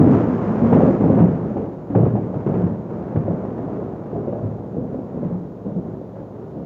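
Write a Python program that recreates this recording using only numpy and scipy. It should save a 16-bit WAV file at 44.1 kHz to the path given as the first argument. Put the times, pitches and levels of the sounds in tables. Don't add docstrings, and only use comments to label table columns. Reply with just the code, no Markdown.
import sys
import numpy as np
from scipy import signal
from scipy.fft import rfft, irfft
from scipy.io import wavfile
from scipy.ndimage import uniform_filter1d, minimum_filter1d

SR = 44100
rng = np.random.default_rng(int(sys.argv[2]) if len(sys.argv) > 2 else 0)


def dump_mix(stems):
    frames = np.atleast_2d(stems).T
    limited = np.clip(frames, -1, 1)
    pcm = np.round(limited * 32767).astype(np.int16)
    wavfile.write(sys.argv[1], SR, pcm)


N = 293573
TIME, BIN_HZ = np.arange(N) / SR, np.fft.rfftfreq(N, 1 / SR)

# boom level/dB, rattle level/dB, roar level/dB, hollow note level/dB; last, mean pitch of the note f/Hz
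PEALS = [(-0.019, 0.11, -10, -12, -9, -27, -7.5, 244), (0.107, 0.084, -19.5, -4, -0.5, -14, -1.5, 281.2),
         (0.269, 0.028, -29, -11.5, -19.5, -31, 8.5, 252.6),
         (0.454, 0.064, -23.5, -21.5, -10, -23, 0.5, 213.2), (0.616, 0.077, -18, -9.5, -6, -23, 4, 232.6),
         (0.719, 0.19, -13.5, -13, -2.5, -22.5, -6, 253.3), (1.003, 0.14, -14.5, -8.5, -7, -23.5, -5, 281),
         (1.165, 0.074, -13, -7.5, -7, -27, -3, 170), (1.406, 0.1, -27.5, -8, -3, -38, 0, 212.6),
         (1.556, 0.055, -24.5, -12, -0.5, -22.5, -13, 503), (1.898, 0.015, -25.5, -7.5, -7, -21, -1.5, 281),
         (1.944, 0.0086, -18, -5.5, 1.5, -31, -4.5, 515), (1.953, 0.11, -18, -1.5, -8.5, -23.5, 1, 114.2),
         (2.133, 0.057, -24, -14.5, -4, -25, 0, 186.5), (2.336, 0.02, -28.5, -1, -4, -16, -2, 144),
         (2.458, 0.16, -20.5, -8, -3, -20.5, -2, 178.5), (2.634, 0.044, -22, -4.5, -11, -23.5, -1, 211.7),
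         (2.896, 0.072, -32, -11, -0.5, -16, -2.5, 169), (3.146, 0.016, -21, 0, -9.5, -27, -5.5, 104),
         (3.272, 0.049, -22.5, -13, -7.5, -30.5, -6.5, 171.3),
         (3.575, 0.069, -33, -13, -6, -14, -2.5, 263.3), (3.684, 0.2, -32, -8.5, 1.5, -13.5, -13, 376),
         (4.127, 0.068, -28.5, -5.5, 0.5, -26, -6.5, 406), (4.272, 0.11, -33.5, -2.5, 0.5, -17.5, 0.5, 595),
         (4.427, 0.031, -28, 1.5, -18, -24, -5, 109.5), (4.72, 0.04, -30.5, -9, -9, -33, -1, 202),
         (4.765, 0.033, -22.5, -13, -21, -44, -6.5, 496), (4.915, 0.017, -29, -13, -3, -27, 2.5, 247.4),
         (5.143, 0.089, -29, -21, -8.5, -24, 1, 233), (5.225, 0.13, -28, -9, -10.5, -20.5, 2, 179.3),
         (5.647, 0.071, -25, -13.5, -8.5, -28.5, -1, 176.8), (5.757, 0.03, -29, -15, -4.5, -37, 1, 181.4),
         (5.846, 0.092, -30, -8, -8, -23, -10, 373), (6.153, 0.044, -35.5, -7.5, -4, -15, -6, 541),
         (6.347, 0.13, -49.5, 6.5, 5, -4.5, 10, 401), (6.545, 0.062, -28.5, -22, -6.5, -33, -19, 402)]


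def gain_of(db):
    return 10 ** (np.asarray(db) / 20)


def follow(rows):
    s, *columns = np.transpose(rows)
    return [np.interp(TIME, s, column) for column in columns]


def colour(x, points):
    hz, db = np.transpose(points)
    curve_db = np.interp(np.log(BIN_HZ + 1), np.log(hz), db)
    return irfft(rfft(x) * gain_of(curve_db), N)


def split(x, hz, order=12):
    low = irfft(rfft(x) / (1 + (BIN_HZ / hz) ** order), N)
    return low, x - low


def steady(x, size):
    power = uniform_filter1d(uniform_filter1d(x ** 2, size), size)
    return x / np.sqrt(abs(power) + 1e-20)


def add(mix, s, sound):
    part = mix[max(round(s * SR), 0):][:len(sound)]
    part += sound[:len(part)]


def thinned(x):
    return signal.sosfilt(signal.butter(6, 88, "highpass", fs=SR, output="sos"), x)


def hiss():
    level_db = -69
    # f/Hz, relative spectral level/dB
    spectrum = [(100, -3.5), (2000, -2.5), (3800, -5.5), (4800, -9.5), (7000, -10), (7900, -22),
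                (15000, -17)]
    noise = colour(rng.standard_normal(N), spectrum)
    return gain_of(level_db) * noise / noise.std()


def shocks(per_s, spread_db, blur_db):
    # f/Hz, relative spectral level/dB
    spectrum = [(20, -41), (52, -27), (62, -12.5), (96, -9.5), (112, 3), (124, -6), (150, 2), (195, 2.5),
                (258, -1.5), (300, -3), (370, -3.5), (520, -7.5), (720, -13.5), (1000, -21.5), (1450, -32),
                (2000, -44), (4100, -66), (7200, -69), (7900, -95)]
    sizes = gain_of(spread_db * np.minimum(rng.exponential(1, N), 4))
    arrives = rng.random(N) < per_s / SR
    train = sizes * rng.choice([-1, 1], N) * arrives
    blur = gain_of(blur_db) * rng.standard_normal(N)
    return colour(train / train.std() + blur, spectrum)


def peal(t, length):
    attack_s, sag_db_per_s, release_db_per_s = 0.0056, 9.5, 95
    t = np.maximum(t, 0)
    loss_db = sag_db_per_s * t + release_db_per_s * np.maximum(t - length, 0)
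    return np.minimum(t / attack_s, 1) * gain_of(-loss_db)


def loudness():
    # t/s, body level/dB, roar level/dB (ahead of each band's own gain)
    rumble = [(0.0, -23.5, -38.5), (0.8, -22.5, -35.5), (0.98, -26, -39.5), (1.35, -26.5, -42),
              (1.8, -34.5, -51), (2.3, -28.5, -46.5), (2.82, -32, -49.5), (3.1, -29, -45),
              (3.45, -27.5, -44.5), (3.85, -30.5, -51), (4.02, -32, -48), (4.35, -30.5, -48),
              (4.7, -32.5, -52.5), (5.05, -32.5, -50), (5.5, -35, -54.5), (6.66, -37, -54.5)]
    boom_weight_db, rattle_weight_db = -9, -2
    rumble_db, rumble_roar_db = follow(rumble)
    power = gain_of([rumble_db + boom_weight_db, rumble_db, rumble_db + rattle_weight_db, rumble_roar_db]) ** 2
    for start, length, level_db, boom_db, rattle_db, roar_db, _, _ in PEALS:
        weights = gain_of(level_db + np.array([boom_db, 0, rattle_db, roar_db]))
        power += np.outer(weights, peal(TIME - start, length)) ** 2
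    return np.sqrt(power)


def scatter(roar_gain):
    absorbed_db_per_s = 0.72
    _, roar = split(shocks(per_s=820, spread_db=3.5, blur_db=2.5), 776)
    dull, bright = split(steady(roar, size=3000), 1750, order=8)
    bright_gain = gain_of(5.5 - absorbed_db_per_s * TIME)
    return gain_of(1.5) * roar_gain * (dull + bright_gain * bright)


def flutter(t, hz):
    white = rng.standard_normal(len(t)) + 1j * rng.standard_normal(len(t))
    gaussian = np.exp(-.5 * (np.fft.fftfreq(len(t), 1 / SR) / hz) ** 2)
    z = np.fft.ifft(np.fft.fft(white) * gaussian)
    return z / np.sqrt(np.mean(abs(z) ** 2))


def notes():
    width, wander, wander_hz = 0.065, .05, 5.2
    out, t = np.zeros(N), TIME[:2 ** 15]
    for start, length, level_db, _, _, _, note_db, hz in PEALS:
        pitch_hz = hz * (1 + wander * flutter(t, wander_hz).real)
        turns = np.cumsum(pitch_hz) / SR
        z = flutter(t, width * hz)
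        softened = z / np.sqrt(abs(z))
        wave = np.sqrt(2) * (softened * np.exp(2j * np.pi * turns)).real
        add(out, start, gain_of(level_db + note_db) * peal(t, length) * wave)
    return out


def cracks():
    # t/s, level/dB, decay to 1/e t/ms
    edges = [(0.727, -27, 30), (0.768, -33, 21.3), (0.819, -29, 14), (1.187, -32, 47), (1.572, -40, 12),
             (1.952, -24, 3.6), (1.957, -39, 39), (2.053, -38, 23), (2.157, -41.5, 21), (2.343, -36.5, 4.6),
             (2.469, -34, 6.9), (2.54, -36, 21), (3.16, -32.5, 8.2)]
    # f/Hz, relative spectral level/dB
    spectrum = [(500, -15.5), (850, 14.5), (1150, 11), (1800, -0.5), (2800, -11.5), (3800, -27),
                (4800, -44.5), (8000, -68.5)]
    attack_s = 0.0012
    out, t = np.zeros(N), TIME[:SR // 8]
    for s, db, decay_ms in edges:
        envelope = np.minimum(t / attack_s, 1) * np.exp(-t * 1000 / decay_ms)
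        add(out, s, gain_of(db) * envelope * rng.choice([-1, 1], len(t)))
    unit = colour(rng.standard_normal(N), spectrum).std()
    return colour(out, spectrum) / unit


def roll(boom_gain, body_gain, rattle_gain):
    deep, rest = split(shocks(per_s=480, spread_db=1.0, blur_db=1.0), 83)
    boom, rest = split(rest, 141.2)
    body, rest = split(rest, 310.0)
    rattle, _ = split(rest, 870)
    deep_gain = body_gain ** 0.75
    return (gain_of(-26) * deep_gain * steady(deep, size=6000)
            + gain_of(0.8) * boom_gain * steady(boom, size=2600)
            + gain_of(-3.0) * body_gain * steady(body, size=2000)
            + gain_of(-1.5) * rattle_gain * steady(rattle, size=2200))


def yard(x, tail_db, t60, count=6):
    echo_db, echo_span_s = -9.5, .04
    t = TIME[:SR // 2]
    decay = np.exp(-np.log(1000) * t / t60)
    tail = rng.standard_normal(len(t)) * (1 - np.exp(-t / 0.011)) * decay
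    response = gain_of(tail_db) * tail / np.linalg.norm(tail)
    response[0] += 1
    arrivals = ((np.arange(count) + 1 + rng.random(count)) / (count + 1)) ** 2
    for lateness in arrivals:
        echo = rng.choice([-1, 1]) * gain_of([echo_db - 12 * lateness])
        add(response, lateness * echo_span_s, echo)
    return signal.fftconvolve(x, response)


def claps():
    # t/s, peak level/dB ahead of echoes and high-pass, treble limit left by the air f/Hz
    fronts = [(0.009, -6, 382), (0.043, -15, 624), (0.114, -12.5, 760), (0.33, -28, 524),
              (0.608, -17.5, 765), (0.728, -1.5, 873), (0.767, -6.5, 797), (0.819, -17, 785),
              (0.833, -6, 500), (0.87, -17, 703), (1.04, -6.5, 550), (1.06, -14.5, 720), (1.101, -7.5, 600),
              (1.188, -12.5, 598), (1.568, -17, 860), (1.95, -3.5, 800), (1.956, -10, 450),
              (1.985, -7.5, 446), (2.001, -9, 380), (2.033, -6, 620), (2.065, -9, 700), (2.154, -13, 855),
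              (2.177, -17.5, 790), (2.342, -14, 700), (2.466, -18, 550), (2.557, -15, 700),
              (3.074, -29, 694), (3.158, -13.5, 604), (3.28, -9, 655), (3.309, -21.5, 610),
              (3.451, -16.5, 850), (3.591, -18, 664), (3.749, -19, 560), (3.79, -19, 480),
              (4.161, -17.5, 680), (4.281, -12, 600), (4.332, -13.5, 660), (4.444, -17.5, 530),
              (4.644, -26, 590), (4.767, -17.5, 590), (4.812, -23, 586), (4.846, -23, 607),
              (4.916, -22, 560), (4.944, -22, 580), (4.991, -22, 566), (5.144, -21, 563), (5.174, -20, 577),
              (5.23, -16, 583), (5.312, -18, 570), (5.664, -20.5, 455), (5.775, -19.5, 444),
              (6.014, -21, 560), (6.534, -30, 506)]
    full_scale_ms, growth = 1.17, 0.55
    out = np.zeros(N)
    for s, db, air_hz in fronts:
        length_ms = full_scale_ms * gain_of(db) ** growth
        u = TIME[:4096] * 1000 / length_ms
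        air = signal.cheby1(4, 1, air_hz, fs=SR, output="sos")
        front = signal.sosfilt(air, (1 - u) * np.exp(-u))
        add(out, s, yard(gain_of(db) * front / abs(front).max(), tail_db=-11.5, t60=0.17))
    return out


def scene():
    boom, body, rattle, roar = loudness()
    thunder = roll(boom, body, rattle) + thinned(notes() + claps()) + scatter(roar) + cracks()
    return (thunder + hiss())[None]


def record(dry):
    ceiling, edge_hz = .93, 15700
    allowed = ceiling / np.maximum(abs(dry), ceiling)
    lowest = minimum_filter1d(allowed, size=601)
    gain = uniform_filter1d(uniform_filter1d(lowest, size=301), size=301)
    low_pass = signal.firwin(511, edge_hz, window=("kaiser", 9), fs=SR)
    return signal.oaconvolve(dry * gain, low_pass[None], "same")


dry = scene()
out = record(dry)
dump_mix(out)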